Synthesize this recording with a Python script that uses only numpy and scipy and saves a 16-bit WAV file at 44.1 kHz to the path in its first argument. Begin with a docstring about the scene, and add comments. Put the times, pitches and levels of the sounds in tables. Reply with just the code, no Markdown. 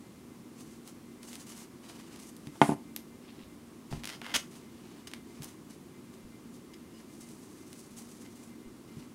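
"""A fan hums in a small room, with a faint electrical whine. Hands turn a cardboard tape core, skin hissing
over the card. At 2.6 s it lands on a cutting mat with a knock that rings core and table, then skids and
rocks to rest. Hands thump the table; just after 4 s a scrap of tape peels off its edge in tiny adhesive
slips and rips free. The core is picked up and rubbed again, with one faint squeak and a few soft bumps."""
import sys
import numpy as np
from scipy import signal
from scipy.fft import rfft, irfft
from scipy.io import wavfile

SR = 44100
rng = np.random.default_rng(int(sys.argv[2]) if len(sys.argv) > 2 else 0)


def transcribe(u):
    """Save the signal u as a 16-bit wav file named by the first command-line argument.

    u: samples, shape (n,) or (channels, n), limited to [-1, 1]; the rate is SR.
    q: integer samples, one column per channel.
    """
    v = np.clip(np.atleast_2d(u).T, -1, 1)
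    q = np.round(v * 32767).astype(np.int16)
    wavfile.write(sys.argv[1], SR, q)


N = 403118
TIME = np.arange(N) / SR

# tone colour of the tape: f/Hz, level/dB
TAPE_COLOUR = [(100, 10), (450, 9), (720, 11.5), (1200, 3), (2600, -0.5), (3900, -2), (4600, -4.5),
               (7600, -5.5), (9000, 0), (16000, -6.5)]
# papery resonances of the taut strip: f/Hz, width/Hz, level/dB
STRIP_PEAKS = [(1480, 370, -6), (2100, 130, 4), (3100, 520, 2), (5100, 800, 4), (6520, 370, 2)]
# tone colour of skin pressed on card: f/Hz, level/dB
RASP_COLOUR = [(300, -9.5), (900, 3), (1500, -3), (2300, -2), (3600, -3.5), (5000, -4.5), (8000, -24),
               (16000, -24)]


def amp(db):
    """Decibels to gain."""
    return 10 ** (np.asarray(db) / 20)


def unit(x):
    """Scales to rms 1."""
    return x / np.sqrt(np.mean(x ** 2) + 1e-20)


def read(points, hz):
    """Reads a curve on a log-frequency axis."""
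    f, value = np.transpose(points)
    return np.interp(np.log(hz + 1), np.log(f + 1), value)


def add(mix, s, sound):
    """Lays a sound into the mix at time s."""
    part = mix[max(round(s * SR), 0):][:len(sound)]
    part += sound[:len(part)]


def gate(t, length, attack_s, release_s):
    """Smooth attack, hold and release within a length."""
    ramp = np.minimum(t / attack_s, (length - t) / release_s)
    return np.sin(np.pi / 2 * np.clip(ramp, 0, 1)) ** 2


def colour(x, points, centre_hz=1000, focus_db=0, depth_db=16, size=2048):
    """Minimum-phase EQ: a curve, cut by focus_db per octave squared off centre, depth_db at most."""
    hz = abs(np.fft.fftfreq(size, 1 / SR))
    octaves = np.log2((hz + 1) / centre_hz)
    db = read(points, hz) - depth_db * np.tanh(focus_db * octaves ** 2 / depth_db)
    response = np.exp(np.conj(signal.hilbert(np.log(amp(db)))))
    taps = np.fft.ifft(response).real
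    return signal.fftconvolve(x, taps[:size // 2])[:N]


def resonate(x, peaks):
    """Adds the ringing of a few resonances to a sound."""
    return x + sum(amp(db) * signal.lfilter(*signal.iirpeak(hz, hz / width, SR), x)
                   for hz, width, db in peaks)


def ring(modes, t):
    """Free decay of a struck body."""
    return sum(amp(db - 60 * t / t60) * np.sin(2 * np.pi * hz * t) for hz, db, t60 in modes)


def drift(rate_hz):
    """Slow random wandering of rms 1."""
    hz = np.fft.rfftfreq(N, 1 / SR)
    return unit(irfft(rfft(rng.standard_normal(N)) * np.exp(-(hz / rate_hz) ** 2), N))


def grains(count, per_s, spread_db, smooth):
    """Tiny slips of uneven size over a smooth friction noise."""
    size = amp(spread_db * np.minimum(rng.exponential(1, count), 4))
    slips = size * rng.choice([-1, 1], count) * (rng.random(count) < per_s / SR)
    return unit(unit(slips) + smooth * rng.standard_normal(count))


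def burst(t, decay_s):
    """A dying spray of micro-impacts with an even spectrum, of energy 1."""
    fade = np.exp(-t / decay_s)
    phase = np.angle(rfft(rng.standard_normal(len(t)) * fade))
    spray = irfft(np.exp(1j * phase), len(t)) * fade ** .25
    return spray / np.linalg.norm(spray)


def room(x, delay_s=.007, reflections_per_s=3000):
    """Scattered reflections of a small furnished room, each band dying at its own speed."""
    # reverb time: f/Hz, t60/s
    decay_times = [(100, 0.23), (300, 0.26), (1000, 0.26), (3000, 0.17), (8000, 0.22), (15000, 0.2)]
    count = SR // 2
    taps = rng.choice([-1., 1.], count) * (rng.random(count) < reflections_per_s / SR)
    hz, t, bands = signal.stft(taps, SR, nperseg=256)
    fade = amp(-60 * t / read(decay_times, hz)[:, None])
    tail = signal.istft(bands * fade, SR, nperseg=256)[1]
    tail = np.r_[np.zeros(int(delay_s * SR)), tail / np.linalg.norm(tail)]
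    return signal.fftconvolve(x, tail)[:N]


def fan(hum_hz=233.6, waver_hz=15, hum_db=-56.5):
    """A bed of rushing air with a narrow, wavering hum."""
    # fan air and steady hiss: f/Hz, level/dB in a 1 Hz band
    air_colour = [(20, -108), (50, -90.5), (100, -82.5), (200, -76.5), (305, -75), (390, -80), (430, -85),
                  (600, -93), (850, -95), (1120, -92.5), (1450, -99), (4000, -104), (9500, -105),
                  (15800, -113)]
    hz = np.fft.rfftfreq(N, 1 / SR)
    air = irfft(rfft(rng.standard_normal(N)) * amp(read(air_colour, hz)), N) * np.sqrt(SR / 2)
    phase = 2 * np.pi * hum_hz * TIME
    hum = unit(drift(waver_hz) * np.cos(phase) + drift(waver_hz) * np.sin(phase))
    return air + amp(hum_db) * hum


def whine(pulses_per_s=7.8, idle_db=-17, spread_db=9, waver=0.00385, whistle_hz=14992, whistle_db=-88):
    """Faint electrical tones pulse evenly with random strength, beside a thin steady whistle."""
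    # tones of the whine: f/Hz, level/dB
    partials = [(2078, -65.5), (2342, -71.5), (2870, -77)]
    cycle = TIME * pulses_per_s
    strength = amp(-spread_db * rng.exponential(1, SR))[cycle.astype(int)]
    pulsing = amp(idle_db) + strength * np.sin(np.pi * cycle) ** 2
    clock = TIME + waver * np.cumsum(drift(rate_hz=52)) / SR
    tones = sum(amp(db) * np.sin(2 * np.pi * hz * clock) for hz, db in partials)
    whistle = unit(np.sin(2 * np.pi * whistle_hz * TIME))
    return pulsing * tones + amp(whistle_db) * whistle


def squeak(start_s=6.92, length_s=0.081, level_db=-67, jitter=.028, edge_s=0.026):
    """A fingertip slips almost regularly on the tape: two unsteady tones."""
    # pitches of the squeak: f/Hz
    pitches = [2950, 5030]
    clock = TIME + jitter * np.cumsum(drift(rate_hz=300)) / SR
    tones = sum(np.sin(2 * np.pi * hz * clock) for hz in pitches)
    return amp(level_db) * gate(TIME - start_s, length_s, edge_s, edge_s) * tones


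def creaks(centre_hz=2950, focus_db=13, slip_s=0.0026):
    """Faint creaks: trains of slips slow enough to hear singly, each a tiny puff of rasp."""
    # slip trains: t/s, length/s, level/dB, rate/Hz
    trains = [(3.272, .045, -61, 190), (3.37, 0.085, -64, 93)]
    out = np.zeros(N)
    for s, length, db, per_s in trains:
        t = np.arange(0, length, 1 / SR)
        puffs = np.exp(-(t % (1 / per_s)) / slip_s)
        slips = rng.standard_normal(len(t)) * puffs * signal.windows.tukey(len(t), .5)
        run = colour(slips, RASP_COLOUR, centre_hz, focus_db)
        add(out, s, amp(db) * run * np.sqrt(len(t) / np.sum(run ** 2)))
    return out


def rubbing(rasp_db=-2, catch_db=2.5, uneven_db=1.9, attack_s=0.021, release_s=0.056):
    """Fingers slide over the core: a fine hiss, and a coarser rasp where they press."""
    # strokes of skin over card and tape: t/s, length/s, level/dB, lean towards rasp/dB
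    strokes = [(0.55, .24, -63, -4), (0.842, 0.1, -59.5, -4), (1.21, 0.25, -53.5, -3),
               (1.455, 0.22, -53.5, -3), (1.816, 0.47, -58, 5), (2.183, 0.15, -54.5, -9),
               (2.316, 0.35, -64, -3), (3.203, .29, -65, 24), (3.896, .15, -53.5, 8), (4.5, 0.12, -55, 1),
               (4.578, .49, -63, 10), (5.25, 0.26, -62, 5), (5.41, 0.15, -55, 1), (5.683, 0.1, -59, -2),
               (6.123, .07, -60.5, -1), (6.52, 0.082, -59, -7), (6.906, 0.15, -61, 4),
               (7.076, 1.46, -62, -10), (7.176, 0.09, -62.5, -17), (7.659, 0.19, -62.5, -17),
               (7.96, .08, -57.5, -16), (8.87, .21, -59.5, 6)]
    # tone colour of a light stroke: f/Hz, level/dB
    hiss_colour = [(1000, -4), (3000, -6.5), (4400, -1), (7000, 2), (9500, 1.5), (11000, -4.5),
                   (12500, -5.5), (16000, -13)]
    # resonances of the card wall: f/Hz, width/Hz, level/dB
    wall_peaks = [(980, 140, -17), (2950, 97, 0), (6260, 570, -6), (8100, 340, -9), (10400, 880, -8.5)]
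    fine = colour(grains(N, per_s=2200, spread_db=3.5, smooth=1.2), hiss_colour)
    coarse = colour(grains(N, per_s=1300, spread_db=6.0, smooth=1.3), RASP_COLOUR)
    hiss, rasp = unit(resonate(fine, wall_peaks)), unit(resonate(coarse, wall_peaks))
    # skin catches and lets go quickly; the hand's speed wanders slowly
    catch = unit(amp(catch_db * drift(rate_hz=43) + uneven_db * drift(rate_hz=8.2)))
    light, pressed = np.zeros(N), np.zeros(N)
    for s, length, db, press_db in strokes:
        t = np.arange(0, length, 1 / SR)
        stroke = amp(db) * gate(t, length, attack_s, release_s) / np.hypot(1, amp(press_db))
        add(light, s, stroke)
        add(pressed, s, stroke * amp(press_db))
    return catch * (light * hiss + amp(rasp_db) * pressed * rasp)


def ticks(decay_s=0.0023, lag_s=.0007, strip_share=0.078, focus_db=4, depth_db=22):
    """Dry snaps of fingernails and of tape letting go, each lightly ringing the strip."""
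    # snaps: t/s, peak level/dB, centre f/Hz
    snaps = [(.875, -35, 6200), (1.230, -34, 4770), (1.330, -32.5, 4230), (1.354, -29, 4800),
             (2.160, -40, 4200), (2.365, -39, 7000), (2.470, -38, 3170), (2.962, -25.5, 4870),
             (3.925, -32, 1920), (4.035, -30.5, 2900), (4.0424, -30, 3300), (4.0538, -27.5, 4500),
             (4.073, -23.5, 3700), (4.091, -28, 3520), (4.099, -29, 3000), (4.215, -31, 1910),
             (4.264, -29.5, 2290), (5.073, -33, 4300), (5.114, -38, 3500), (5.1354, -27, 3120),
             (5.421, -33, 4600), (5.443, -31.5, 9000), (7.288, -43, 6800), (7.729, -35.5, 5200),
             (7.793, -43, 6800)]
    out, t = np.zeros(N), np.arange(SR // 50) / SR
    for s, db, hz in snaps:
        snap = colour(burst(t, decay_s), TAPE_COLOUR, hz, focus_db, depth_db)
        snap = snap + strip_share * resonate(snap, STRIP_PEAKS)
        add(out, s + lag_s, amp(db) * snap / abs(snap).max())
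    return out


def ping(start_s=2.9627, centre_hz=12150, width_hz=1700, peak_db=-26, decay_s=0.0013):
    """A brief, very high ring on the tick after the landing."""
    out, t = np.zeros(N), np.arange(SR // 50) / SR
    edges_hz = [centre_hz - width_hz / 2, centre_hz + width_hz / 2]
    band = signal.butter(2, edges_hz, "band", fs=SR, output="sos")
    snap = signal.sosfilt(band, burst(t, decay_s))
    add(out, start_s, amp(peak_db) * snap / abs(snap).max())
    return out


def peels(focus_db=3.1):
    """The adhesive lets go in dense slips that shake the strip of tape."""
    # stick-slip runs as tape peels or drags: t/s, length/s, level/dB, centre f/Hz
    pulls = [(4.053, .13, -51, 2940), (4.207, 0.15, -49, 1880), (5.069, 0.019, -49, 4180),
             (5.427, 0.014, -50, 9000), (6.734, .013, -55, 3520), (8.246, .024, -59.5, 2500)]
    out = np.zeros(N)
    for s, length, db, hz in pulls:
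        count = int(length * SR)
        slips = grains(count, per_s=1800, spread_db=4.5, smooth=0.73) * signal.windows.tukey(count, .6)
        run = resonate(colour(slips, TAPE_COLOUR, hz, focus_db), STRIP_PEAKS)
        add(out, s, amp(db) * run * np.sqrt(count / np.sum(run ** 2)))
    return out


def rip(start_s=4.338, length_s=0.034, level_db=-27.3, swell_db=4,
        from_hz=2750, to_hz=4400, focus_db=5.5):
    """The last of the strip tears loose, growing louder and brighter as it speeds up."""
    out, count = np.zeros(N), int(length_s * SR)
    t = np.arange(count) / SR
    speed = t / length_s
    envelope = gate(t, length_s, attack_s=0.0043, release_s=0.0077) * amp(swell_db * speed)
    slips = grains(count, per_s=3900, spread_db=4.5, smooth=1.2) * envelope
    dull = colour(slips * (1 - speed), TAPE_COLOUR, from_hz, focus_db)
    bright = colour(slips * speed, TAPE_COLOUR, to_hz, focus_db)
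    run = resonate(dull + bright, STRIP_PEAKS)
    add(out, start_s, amp(level_db) * run * np.sqrt(count / np.sum(run ** 2)))
    return out


def skid(start_s=2.616, length_s=0.15, level_db=-38.5, fade_db_per_s=85):
    """The rim slides grittily over the mat, slowing from the landing until the core settles."""
    # tone colour of card on the mat: f/Hz, level/dB
    grit_colour = [(200, -15), (1000, 7.5), (2200, 2), (4000, -6.5), (6500, -5), (8200, -2), (8900, -5),
                   (9800, 3), (10800, -7.5), (16000, -22)]
    t = np.maximum(TIME - start_s, 0)
    envelope = gate(t, length_s, attack_s=0.007, release_s=0.048) * amp(level_db - fade_db_per_s * t)
    grit = colour(grains(N, per_s=1500, spread_db=2.0, smooth=1.0), grit_colour)
    return envelope * unit(grit)


def knocks(ring_below_ms=0.61, crack_db=-2, crack_s=0.0041, radiate_hz=125, lag_s=0.00083,
           sway_above_ms=4.2, sway_db=6.5, least_sway_db=-29):
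    """Hard blows ring the core and the board; soft ones lose their treble and sway the table instead."""
    # blows on the table, short from the core's rim, long from a hand: t/s, force/dB, contact/ms
    blows = [(2.4697, -13.5, 1.2), (2.557, -41, .13), (2.616, -3, 0.03), (2.638, -22, 0.052),
             (2.6874, -5.5, 1), (2.6925, -6.5, 0.33), (2.7196, -14.5, 0.24), (2.735, -25, 0.31),
             (3.429, -17, 3), (3.914, 0, 3.3), (3.926, -24.5, 0.27), (3.93, -2.5, 1.74), (3.949, -27, .45),
             (3.975, -5, 3.2), (5.402, -11.5, 1.5), (6.242, -12, 4.7), (8.661, -10, 7.7), (8.968, -12, 1.5)]
    # modes of the table board under its mat: f/Hz, level/dB, t60/s
    board_modes = [(154, -16.5, .085), (220.6, -25, 0.21), (247, -12.5, 0.026), (287.7, -18.5, 0.2),
                   (381.4, -17.5, 0.092), (532, -26, 0.061)]
    # modes of the cardboard ring: f/Hz, level/dB, t60/s
    core_modes = [(698, -17, 0.089), (710, -31, .18), (826, -17, .06), (885, -4.5, 0.037),
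                  (1020, -14, 0.04), (1186, -16.5, 0.049), (1440, -17.5, 0.065), (1895, -27, 0.047),
                  (2120, -20, 0.038), (3120, -23, .02), (3620, -21, .017)]
    # the whole table swaying on its legs: f/Hz, level/dB, t60/s
    frame_modes = [(54, -32.5, 0.27), (75, -37, .2), (108, -55, 0.2)]
    # tone colour of the rim meeting the mat: f/Hz, level/dB
    crack_colour = [(300, -19), (900, 11), (1400, 17), (2000, 17.5), (2600, 15), (3150, 13.5), (3700, 10),
                    (4600, -4), (8000, 7), (11000, -1), (16000, -27)]
    out, t = np.zeros(N), np.arange(SR // 2) / SR
    board = -ring(board_modes, np.maximum(t - lag_s, 0))
    core, frame = ring(core_modes, t), -ring(frame_modes, t)
    radiation = signal.butter(2, radiate_hz, "high", fs=SR, output="sos")  # slow motion moves little air
    for s, force_db, contact_ms in blows:
        contact_age = t / (contact_ms / 1000)
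        push = contact_age * np.exp(-contact_age)
        hardness = 1 / np.hypot(1, (contact_ms / ring_below_ms) ** 2)
        sway = amp(least_sway_db) + amp(sway_db) / (1 + (sway_above_ms / contact_ms) ** 2)
        crack = colour(burst(t, crack_s), crack_colour)[:len(t)]
        strike = board + hardness * (core + amp(crack_db) * crack)
        body = signal.sosfilt(radiation, strike) + sway * frame
        add(out, s, amp(force_db) * signal.fftconvolve(body, push / push.sum()))
    return out


def scene(near_room_db=-14, far_room_db=-9):
    """Mono mix: the core lands up close; the hands work farther back, with more room."""
    near = knocks() + skid() + ping()
    far = ticks() + peels() + rip() + rubbing() + creaks() + squeak()
    reverb = room(amp(near_room_db) * near + amp(far_room_db) * far)
    return (near + far + reverb + fan() + whine())[None]


def record(dry, cutoff_hz=15830):
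    """A steep low-pass trims the very top of the treble."""
    lowpass = signal.firwin(1023, cutoff_hz, window=("kaiser", 9), fs=SR)
    return signal.oaconvolve(dry, lowpass[None], "same")


dry = scene()
out = record(dry)
transcribe(out)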